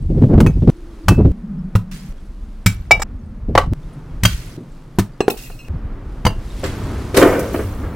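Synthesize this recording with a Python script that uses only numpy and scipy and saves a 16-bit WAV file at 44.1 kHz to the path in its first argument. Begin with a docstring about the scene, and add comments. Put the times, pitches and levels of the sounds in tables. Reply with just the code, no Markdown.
"""Yard below a roof: bricks, a piece of timber and a big cardboard sheet land on soil and gravel, in hard-cut shots.
Landings are swinging thumps plus coloured grain bursts for slap and grit; hard contacts ring each brick's own modes.
Gravel sprays and the sheet are shaped grains with ticks or panel modes; yard walls add a short echo.
Wind noise that brightens with level buffets over a drone, traffic and hiss; the loudest peaks clip."""
import sys
import numpy as np
from scipy import signal
from scipy.fft import rfft, irfft, next_fast_len
from scipy.io import wavfile
from scipy.ndimage import uniform_filter1d

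SR = 44100
rng = np.random.default_rng(int(sys.argv[2]) if len(sys.argv) > 2 else 0)


def output_pcm(signal):
    """Save a mono or channel-first signal as 16-bit PCM at the path in sys.argv[1].

    Samples are clipped to [-1, 1] before scaling.
    """
    pcm = np.clip(np.atleast_2d(signal).T, -1, 1) * 32767
    wavfile.write(sys.argv[1], SR, np.round(pcm).astype(np.int16))


N = 350771
T = np.arange(N) / SR
AGE = T[:SR]  # s since a blow, up to 1 s
TOP_HZ = 15900

# hard cuts between shots: cut_s
CUTS_S = [0.701, 1.319, 2.125, 3.035, 3.735, 4.568, 5.685, 6.63]
SHOT = np.searchsorted(CUTS_S, T)  # shot index of each sample


def undb(db):
    """Decibels to gain."""
    return 10 ** (np.asarray(db) / 20)


def unit(x):
    """Scale to rms 1."""
    return x / np.sqrt(np.mean(x ** 2))


def fade(t60_s, rise_s=0.00088):
    """Quick rise, then exponential decay."""
    rise = 1 - np.exp(-AGE / rise_s)
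    return rise * np.exp(-np.log(1000) * AGE / t60_s)


def swell(start_s, hold_s, rise_s, fall_s):
    """Exponential growth up to the start, a hold, exponential decay."""
    before_s = np.minimum(T - start_s, 0)
    after_s = np.maximum(T - start_s - hold_s, 0)
    return np.exp(before_s / rise_s - after_s / fall_s)


def colour(x, points):
    """Filter by (hz, db) points, rolling off below the first; rms 1."""
    size = next_fast_len(x.shape[-1])
    hz, db = np.transpose(points)
    f = np.maximum(np.fft.rfftfreq(size, 1 / SR), 1)
    gain = undb(np.interp(np.log(f), np.log(hz), db))
    gain = gain / np.sqrt(1 + (hz[0] / f) ** 4)
    return unit(irfft(rfft(x, size) * gain, size)[..., :x.shape[-1]])


def grains(size, spread_db=4.5, clump_db=0., side=0.44, side_hz=2400, clump_samples=48):
    """Stereo stream of tiny uneven impacts in clumps; mainly the treble differs between the ears."""
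    clumps = np.minimum(rng.exponential(size=size // clump_samples + 1), 5)
    clumps = np.repeat(clumps, clump_samples)[:size]
    strength_db = spread_db * np.minimum(rng.exponential(size=size), 2 * np.pi) + clump_db * clumps
    mid, apart = rng.standard_normal((2, size)) * undb(strength_db)
    apart = signal.lfilter(*signal.butter(1, side_hz, "high", fs=SR), apart)
    return unit(mid + side * np.array([apart, -apart]))


def pebbles(size, per_s=260., low_hz=1800, high_hz=14000, t60_s=.025, spread_db=2.5, ear_phase=0.81):
    """Lone decaying sine ticks of small stones or dry leaves, random in pitch, strength and ear phase."""
    count = int(per_s * size / SR) + 1
    tick_age = AGE[:SR // 20]
    decay = fade(t60_s, rise_s=0.00025)[:len(tick_age)]
    out = np.zeros((2, size + len(tick_age)))
    for when, pitch, chance, place in rng.random((count, 4)):
        hz = min(low_hz * (high_hz / low_hz) ** pitch, TOP_HZ)
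        phase = 2 * ear_phase * (place - .5) * np.array([[2], [-2]])
        strength = undb(-spread_db * np.log(max(chance, .02)))
        tick = strength * decay * np.sin(2 * np.pi * hz * tick_age + phase)
        start = int(when * size)
        out[:, start:start + len(tick_age)] += tick
    return unit(out[:, :size])


def hollow(x, low_hz, high_hz, t60_s, order):
    """Ring a signal through modes scattered between two frequencies; rms 1."""
    scatter = rng.uniform(-0.52, 0.529, order) / order
    hz = np.geomspace(low_hz, high_hz, order) * (high_hz / low_hz) ** scatter
    modes = np.sin(2 * np.pi * hz[:, None] * AGE[:SR // 10]).sum(axis=0)
    modes = modes * fade(t60_s)[:SR // 10]
    return unit(signal.fftconvolve(x, modes[None], mode="same", axes=1))


def walk(rate_hz):
    """Smooth random wander at rms 1."""
    k = int(SR / rate_hz)
    held = np.repeat(rng.standard_normal(N // k + 1), k)
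    return unit(uniform_filter1d(uniform_filter1d(held, k), k)[:N])


def add(out, start_s, sound):
    """Mix a sound in; it stops dead at the next cut."""
    start = int(start_s * SR)
    end = min([int(c * SR) for c in CUTS_S if c > start_s] + [N, start + SR])
    out[:, start:end] += sound[..., :end - start]


# background per shot: breeze_db, traffic_db, hiss_db, drone_start_hz, drone_db
SHOTS = [ (-16.5, -52, -58, 340, -45.5), (-33, -44, -58.5, 335, -42), (-34.5, -45, -66, 200, -33.5),
         (-30.5, -46.5, -62, 215, -45.5), (-28.5, -45, -67.5, 230, -40), (-35.5, -43, -61, 148, -37),
         (-38, -44.5, -60.5, 150, -42.5), (-27, -38.5, -68.5, 110, -38), (-31, -30.5, -65, 92, -27)]
# wind gusts: start_s, hold_s, level_db
GUSTS = [(0.092, .6, -15), (0.337, 0.12, -7.5), (1.121, 0.26, -10), (2.124, .29, -21.5),
         (2.693, .42, -27.5), (3.48, 0.27, -19), (4.13, 0.23, -26.5), (5.69, 0.074, -23.5)]
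GUST_RISE_S, GUST_FALL_S = 0.031, 0.033
# sudden wind buffets: start_s, level_db
BUFFETS = [(0.101, -10.5), (0.174, -9.5), (0.215, -3.5), (0.236, -3.5), (0.377, -0.5), (0.622, -9),
           (0.674, 2), (1.178, -9), (1.248, -3.5), (3.485, -13.5), (4.575, -18)]
# buffet spectrum: freq_hz, level_db
BUFFET_SPECTRUM = [(60, 0), (150, 4.5), (300, -2), (600, -20), (1200, -54), (3000, -54), (9000, -71)]


def wind(corner_hz=130, corner_oct_per_db=0.1039, slope=6.36, flutter_db=4.0, apart_db=-31):
    """Eddies on the microphone: a stronger gust holds smaller eddies and reaches higher in pitch."""
    levels = [undb(np.array(SHOTS)[SHOT, 0])]
    for start_s, hold_s, gust_db in GUSTS:
        same_shot = SHOT == np.searchsorted(CUTS_S, start_s)
        levels.append(undb(gust_db) * swell(start_s, hold_s, GUST_RISE_S, GUST_FALL_S) * same_shot)
    db = 20 * np.log10(np.linalg.norm(levels, axis=0))
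    eddies = walk(45)
    corner = corner_hz * 2 ** (corner_oct_per_db * (db + 15.0 + flutter_db * eddies))
    out, power = 0, 0
    for hz in 25 * np.sqrt(2) ** np.arange(14):  # half-octave bands
        edges_hz = [hz / 2 ** .25, hz * 2 ** .25]
        sos = signal.butter(2, edges_hz, "band", fs=SR, output="sos")
        band = signal.sosfilt(sos, rng.standard_normal(N))
        share = hz / (1 + (hz / corner) ** slope)
        out = out + np.sqrt(share) * unit(band)
        power = power + share
    out = (out / np.sqrt(power) * undb(db + 2.2 * eddies))[None]
    for start_s, buffet_db in BUFFETS:
        buffet = colour(rng.standard_normal(SR), BUFFET_SPECTRUM) * fade(0.18, rise_s=0.0016)
        add(out, start_s, undb(buffet_db) * buffet)
    # small eddies, opposite in the two ears
    apart = undb(db + apart_db) * colour(rng.standard_normal(N), BUFFET_SPECTRUM)
    return out + np.array([apart, -apart])


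# one growth of the drone: start_s, hold_s, gain_db
DRONE_SWELL = (1.555, 0.09, 9)
DRONE_SAG_OCTAVES_PER_S = .25
# air and leaves stirred by the sheet: start_s, hold_s, level_db
RUSTLE = (6.574, 0.92, -45)
RUSTLE_RISE_S, RUSTLE_FALL_S = 0.23, 0.24
RUSH_DB = 8.5  # low rush of air over the rustle
# spectra: freq_hz, level_db
TRAFFIC_SPECTRUM = [(70, -8.5), (115, 1.5), (260, 4), (450, -5), (750, -11), (1250, -12.5), (2000, -21),
                    (3500, -32.5), (9000, -50)]
HISS_SPECTRUM = [(800, -18.5), (2000, 4.5), (4500, 2), (7000, -2.5), (10000, -5), (16000, -15)]


def distance(width_hz=90, leaves_db=-10):
    """Wavering engine drone sinking within each shot, traffic wash, leafy hiss; the sheet stirs up more."""
    _, traffic_db, hiss_db, start_hz, drone_db = np.array(SHOTS)[SHOT].T
    shot_age_s = T - np.array([0] + CUTS_S)[SHOT]
    hz = start_hz * 2 ** (-DRONE_SAG_OCTAVES_PER_S * shot_age_s)
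    start_s, hold_s, gain_db = DRONE_SWELL
    drone_db = drone_db + gain_db * swell(start_s, hold_s, rise_s=.07, fall_s=0.04)
    waver = walk(width_hz) + 1j * walk(width_hz)
    drone = unit(np.real(waver * np.exp(2j * np.pi * np.cumsum(hz) / SR)))

    start_s, hold_s, rustle_db = RUSTLE
    stir = undb(rustle_db) * swell(start_s, hold_s, RUSTLE_RISE_S, RUSTLE_FALL_S)
    traffic = colour(grains(N, spread_db=0.0, side=0.31, side_hz=900), TRAFFIC_SPECTRUM)
    traffic = traffic * np.hypot(undb(traffic_db), undb(RUSH_DB) * stir) * undb(1.0 * walk(9))

    leaves = pebbles(N, per_s=180.0, low_hz=2700, high_hz=11300, t60_s=0.055, spread_db=8.0)
    hiss = colour(grains(N, spread_db=3.0), HISS_SPECTRUM) + undb(leaves_db) * leaves
    hiss = hiss * np.hypot(undb(hiss_db), stir) * undb(1.0 * walk(10.0))
    return drone * undb(drone_db) + traffic + hiss


# landings: start_s, contact, thump_db, slap_db, slap_hz
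LANDINGS = [ (0.403, "brick on soil", -3, -9, 822), (0.463, "brick on soil", -2.5, -11, 720),
            (1.083, "brick on soil", -0.5, -2, 1064), (1.753, "brick on soil", -0.5, -14.5, 1030),
            (2.661, "brick on soil", 2, -8.5, 1699), (2.909, "brick on brick", -9, 0, 789.5),
            (2.914, "brick on soil", -15, -21, 690), (2.996, "brick on brick", -32, -18.5, 700),
            (3.019, "brick on brick", -22.5, -17, 1337), (3.552, "timber", -20, -1.5, 728),
            (3.577, "timber", -3.5, 5, 832.4), (3.591, "timber", -16.5, -19, 900),
            (4.234, "brick on soil", -8.5, -15, 1740), (4.251, "brick on soil", -4, -5.5, 1390),
            (4.986, "brick end on soil", -1, -14, 1086), (4.994, "brick on soil", -7, -18.5, 1456),
            (5.206, "brick on edging", 3, -11, 621), (5.281, "brick on edging", 9, -16.5, 925),
            (5.302, "brick on edging", -11, -26, 900), (5.5, "brick on edging", -29, -32, 800),
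            (6.251, "brick on soil", -4, -9, 900), (6.265, "brick on soil", -1.5, -3, 728),
            (7.171, "sheet on gravel", -19, -6.5, 1727), (7.225, "sheet on gravel", -7.5, -5, 1236)]
# what meets what, by contact: thump_hz, thump_t60_s, grit_db (relative to slap)
CONTACTS = { "brick on soil": (104, 0.14, -8.5), "brick end on soil": (193.5, 0.071, -4),
            "brick on brick": (760, .09, -10), "timber": (1130, 0.061, -20),
            "brick on edging": (425, 0.018, -8), "sheet on gravel": (400, 0.077, -17.5)}
# slap spectrum: multiple of slap_hz, level_db
SLAP_SPECTRUM = [(.15, -16.5), (.45, -1.5), (.8, -4), (1.2, -1.5), (1.8, -10.5), (3.2, -16), (7, -25),
                 (18, -47.5)]
# grit spectrum: freq_hz, level_db
GRIT_SPECTRUM = [(500, -21), (1500, 3.5), (3000, 2.5), (5500, 2), (8000, 1), (12000, -2.5), (16000, -3.5)]
GRIT_DB_PER_OCTAVE, GRIT_REF_HZ = 16, 1010  # a sharper blow slaps higher and crushes more grit


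def landings(slap_t60_s=0.036, grit_t60_s=0.039, tail_db=-20, tail_t60_s=0.17, overtone=1.7,
             overtone_db=-8, shudder_db=-14, knock_db=-7, knock_t60_s=0.075):
    """Ground gives and swings back under the weight; the flat face slaps, knocks hollow and crushes grit."""
    out = np.zeros((2, N))
    for start_s, contact, thump_db, slap_db, slap_hz in LANDINGS:
        hz, t60_s, loose_db = CONTACTS[contact]
        grit_db = slap_db + loose_db + GRIT_DB_PER_OCTAVE * np.log2(slap_hz / GRIT_REF_HZ)
        tail = undb(tail_db) * fade(tail_t60_s, rise_s=0.0039)

        swing = np.sin(2 * np.pi * hz * AGE)
        swing = swing + undb(overtone_db) * np.sin(2 * np.pi * overtone * hz * AGE)
        shudder = colour(grains(SR), [(hz / 3, -3), (hz, 0), (hz * 2, -6), (hz * 8, -50)])
        thump = (undb(shudder_db) * shudder - swing) * fade(t60_s, rise_s=0.00018)

        face = [(k * slap_hz, db) for k, db in SLAP_SPECTRUM]
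        crush = grains(SR, spread_db=2, clump_db=1.5)
        knock = undb(knock_db) * hollow(crush, .7 * slap_hz, 3.2 * slap_hz, knock_t60_s, order=7)
        slap = colour(crush + knock, face) * (fade(slap_t60_s, rise_s=0.00057) + tail)

        grit = colour(grains(SR, spread_db=3.0, clump_db=1.0), GRIT_SPECTRUM)
        grit = grit * (fade(grit_t60_s, rise_s=0.0017) + tail)
        add(out, start_s, undb(thump_db) * thump + undb(slap_db) * slap + undb(grit_db) * grit)
    return out


# hard contacts: start_s, brick, level_db, bright_db_per_octave, t60_factor (a pinned brick rings shorter)
CLINKS = [ (0.469, "first", -17, -1.5, 1), (1.088, "second", -25, -5.5, 0.89),
          (2.665, "third", -11.5, 5.5, 1.1), (2.912, "third", 9, -6, 0.87), (2.999, "third", -35, 12, 1.1),
          (3.02, "third", -20, 12.5, 0.83), (4.252, "fourth", -3.5, -4.5, 0.84),
          (5.205, "fifth", -18, -1.5, 0.8), (5.3, "fifth", -20, -3, 0.62), (6.253, "sixth", -27, 3, 0.76),
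          (6.267, "sixth", -24, 4.5, .95)]
# modes by brick: mode_hz, mode_db, t60_s (before t60_factor)
BRICK_MODES = { "first": [(2270, -18.5, 0.14), (2564, -3, 0.051), (6293, -17, 0.15), (7580, -20, 0.15),
               (10860, -11, 0.062)], "second": [(2615, 2, 0.26), (3120, -4, 0.13), (5690, 3, 0.16),
               (7700, 7, 0.075)], "third": [(2299, -4.5, .11), (2295, -17, .26), (2850, -21.5, 0.14),
               (3770, -21, 0.16), (4930, -21.5, 0.096), (5360, -19.5, 0.095), (5860, -25.5, 0.081),
               (6830, -23, 0.053), (7620, -22.5, 0.11)], "fourth": [(2780, -7.5, 0.076), (3190, 2.5, 0.068),
               (4660, -10, 0.13), (6200, -8.5, 0.079), (6570, -9.5, .07)], "fifth": [(2560, -4, 0.18),
               (2760, 4.5, 0.049), (4130, -10.5, 0.15), (5400, -6.5, 0.073), (5930, -6, 0.051),
               (6900, -22, 0.14), (7830, -13.5, 0.16)], "sixth": [(2780, -5, 0.24), (3000, 16, 0.021),
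               (4680, 2, 0.08), (6270, 1, 0.044), (9400, -21, 0.16)]}


def clinks(ear_phase=0.35, chatter_db=-8.5, chatter_t60_s=.016):
    """A hard contact and brief chatter of rough faces ring the brick's modes, each leading in one ear."""
    out = np.zeros((2, N))
    for start_s, brick, db, bright_db, t60_factor in CLINKS + skitter():
        modes = BRICK_MODES[brick]
        ring = 0
        for hz, mode_db, t60_s in modes:
            octaves = np.log2(hz / modes[0][0])
            lead = ear_phase * (1 + .5 * octaves) * rng.choice([-1, 1])
            phase = lead * np.array([[1], [-1]])
            tone = np.sin(2 * np.pi * hz * AGE + phase) * fade(t60_s * t60_factor, rise_s=.00075)
            ring = ring + undb(mode_db + bright_db * octaves) * tone
        chatter = rng.standard_normal(SR) * fade(chatter_t60_s)
        chatter = undb(chatter_db) * chatter / np.linalg.norm(chatter)
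        rattle = signal.fftconvolve(ring, chatter[None])[:, :SR]
        add(out, start_s, undb(db) * (ring + rattle))
    return out


# loose stones, crumbs, leaves: start_s, level_db, t60_s, bright_db_per_octave
SPRAYS = [ (1.912, -36, 0.46, -2.5), (2.692, -35.5, 0.23, -6.5), (4.265, -28.5, 0.49, -2),
          (5.301, -17, 0.072, 9), (5.372, -34, 0.29, 0.5), (5.422, -35.5, 0.34, 5),
          (6.638, -23.5, 0.21, -6.5), (7.143, -22.5, 0.18, -4), (7.165, -13.5, 0.21, 0.5),
          (7.392, -18.5, 0.058, 7.5), (7.53, -35, 0.68, 9)]
TRICKLE_DB, TRICKLE_T60_FACTOR = -15.5, 6.6  # stragglers after a spray


def sprays(crumbs_db=-2, stones_db=-7.5):
    """Thrown-up crumbs hiss back down among ticking stones, each spray with its own spectral tilt."""
    out = np.zeros((2, N))
    for start_s, db, t60_s, bright_db in SPRAYS:
        low_hz = GRIT_SPECTRUM[0][0]
        spectrum = [(hz, level + bright_db * np.log2(hz / low_hz)) for hz, level in GRIT_SPECTRUM]
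        crumbs = colour(grains(SR, spread_db=2.5, clump_db=0.0, side=.82, side_hz=900), spectrum)
        stones = pebbles(SR, per_s=390.0, t60_s=0.024)
        trickle = undb(TRICKLE_DB) * fade(TRICKLE_T60_FACTOR * t60_s, rise_s=0.042)
        shower = fade(t60_s, rise_s=0.0015) + trickle
        add(out, start_s, undb(db) * (undb(crumbs_db) * crumbs + undb(stones_db) * stones) * shower)
    return out


# the fifth brick skitters on over gravel
SKITTER_S, SKITTER_GAP_S, SKITTER_DB = 5.36, .038, -42.5
SKITTER_BRIGHT_DB_PER_OCTAVE, SKITTER_T60_FACTOR = -6, 1.45


def skitter(count=9, uneven=0.39, spread_db=1.5, bright_spread_db=4):
    """Light uneven taps of a tumbling brick, as rows for clinks, none past the shot's end."""
    end_s = min(c for c in CUTS_S if c > SKITTER_S)
    taps = []
    for k, (late, hard, sharp) in enumerate(rng.standard_normal((count, 3))):
        start_s = SKITTER_S + SKITTER_GAP_S * (k + uneven * late)
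        level_db = SKITTER_DB + spread_db * hard
        bright_db = SKITTER_BRIGHT_DB_PER_OCTAVE + bright_spread_db * sharp
        if start_s < end_s:
            taps.append((start_s, "fifth", level_db, bright_db, SKITTER_T60_FACTOR))
    return taps


# blows on the sheet: start_s, level_db, t60_s
FLAPS = [(6.632, -15.5, 0.15), (7.143, -15.5, 0.94), (7.167, -5.5, 0.84), (7.212, -0.5, 0.24),
         (7.324, -13, 0.33), (7.541, -10, 0.12), (7.589, -16, 0.17), (7.833, -21, 0.13)]
# cardboard spectrum: freq_hz, level_db
CARDBOARD_SPECTRUM = [(150, 0.5), (240, -8), (340, -0.5), (460, 1.5), (620, -3), (800, -13.5),
                      (1300, -10.5), (2100, -16.5), (3200, -28), (4500, -52), (12000, -33), (16000, -35)]


def cardboard(panel_db=-3, panel_t60_s=0.083):
    """The sheet buckles and slaps down; crumpling drives panel modes redrawn at each blow."""
    out = np.zeros((2, N))
    for start_s, db, t60_s in FLAPS:
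        crumple = grains(SR, spread_db=3, clump_db=3.5, side=0.22, side_hz=620)
        panel = undb(panel_db) * hollow(crumple, 298.7, 4005, panel_t60_s, order=26)
        flap = colour(crumple + panel, CARDBOARD_SPECTRUM) * fade(t60_s, rise_s=0.0027)
        add(out, start_s, undb(db) * flap)
    return out


def yard(x, wet_db=-19, t60_s=0.14):
    """House and garden walls return a short, thin echo, which ends with its shot."""
    walls = [(200, 0), (1000, -8.0), (5000, -8.0), (15000, -8.5)]  # freq_hz, level_db
    echo = colour(grains(SR, spread_db=5, clump_db=4.5, side=0.49, side_hz=450), walls)
    echo = echo * fade(t60_s, rise_s=0.029)
    echo = echo / np.linalg.norm(echo[0])
    shots = np.split(x, [int(c * SR) for c in CUTS_S], axis=1)
    wet = [signal.fftconvolve(shot, echo, axes=1)[:, :shot.shape[1]] for shot in shots]
    return x + undb(wet_db) * np.hstack(wet)


def scene(right_db=1.0):
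    """Falling things in the yard, clinks and sprays a little to the right, under wind and far noise."""
    lean = undb(np.array([[-right_db], [right_db]]) / 2)
    falling = landings() + cardboard() + lean * (clinks() + sprays())
    return yard(falling) + wind() + distance()


def record(dry):
    """The loudest peaks clip flat; a steep lowpass cuts off the top."""
    lowpass = signal.ellip(8, .2, 70, TOP_HZ, fs=SR, output="sos")
    return signal.sosfilt(lowpass, np.clip(dry, -.98, .98))


dry = scene()
out = record(dry)
output_pcm(out)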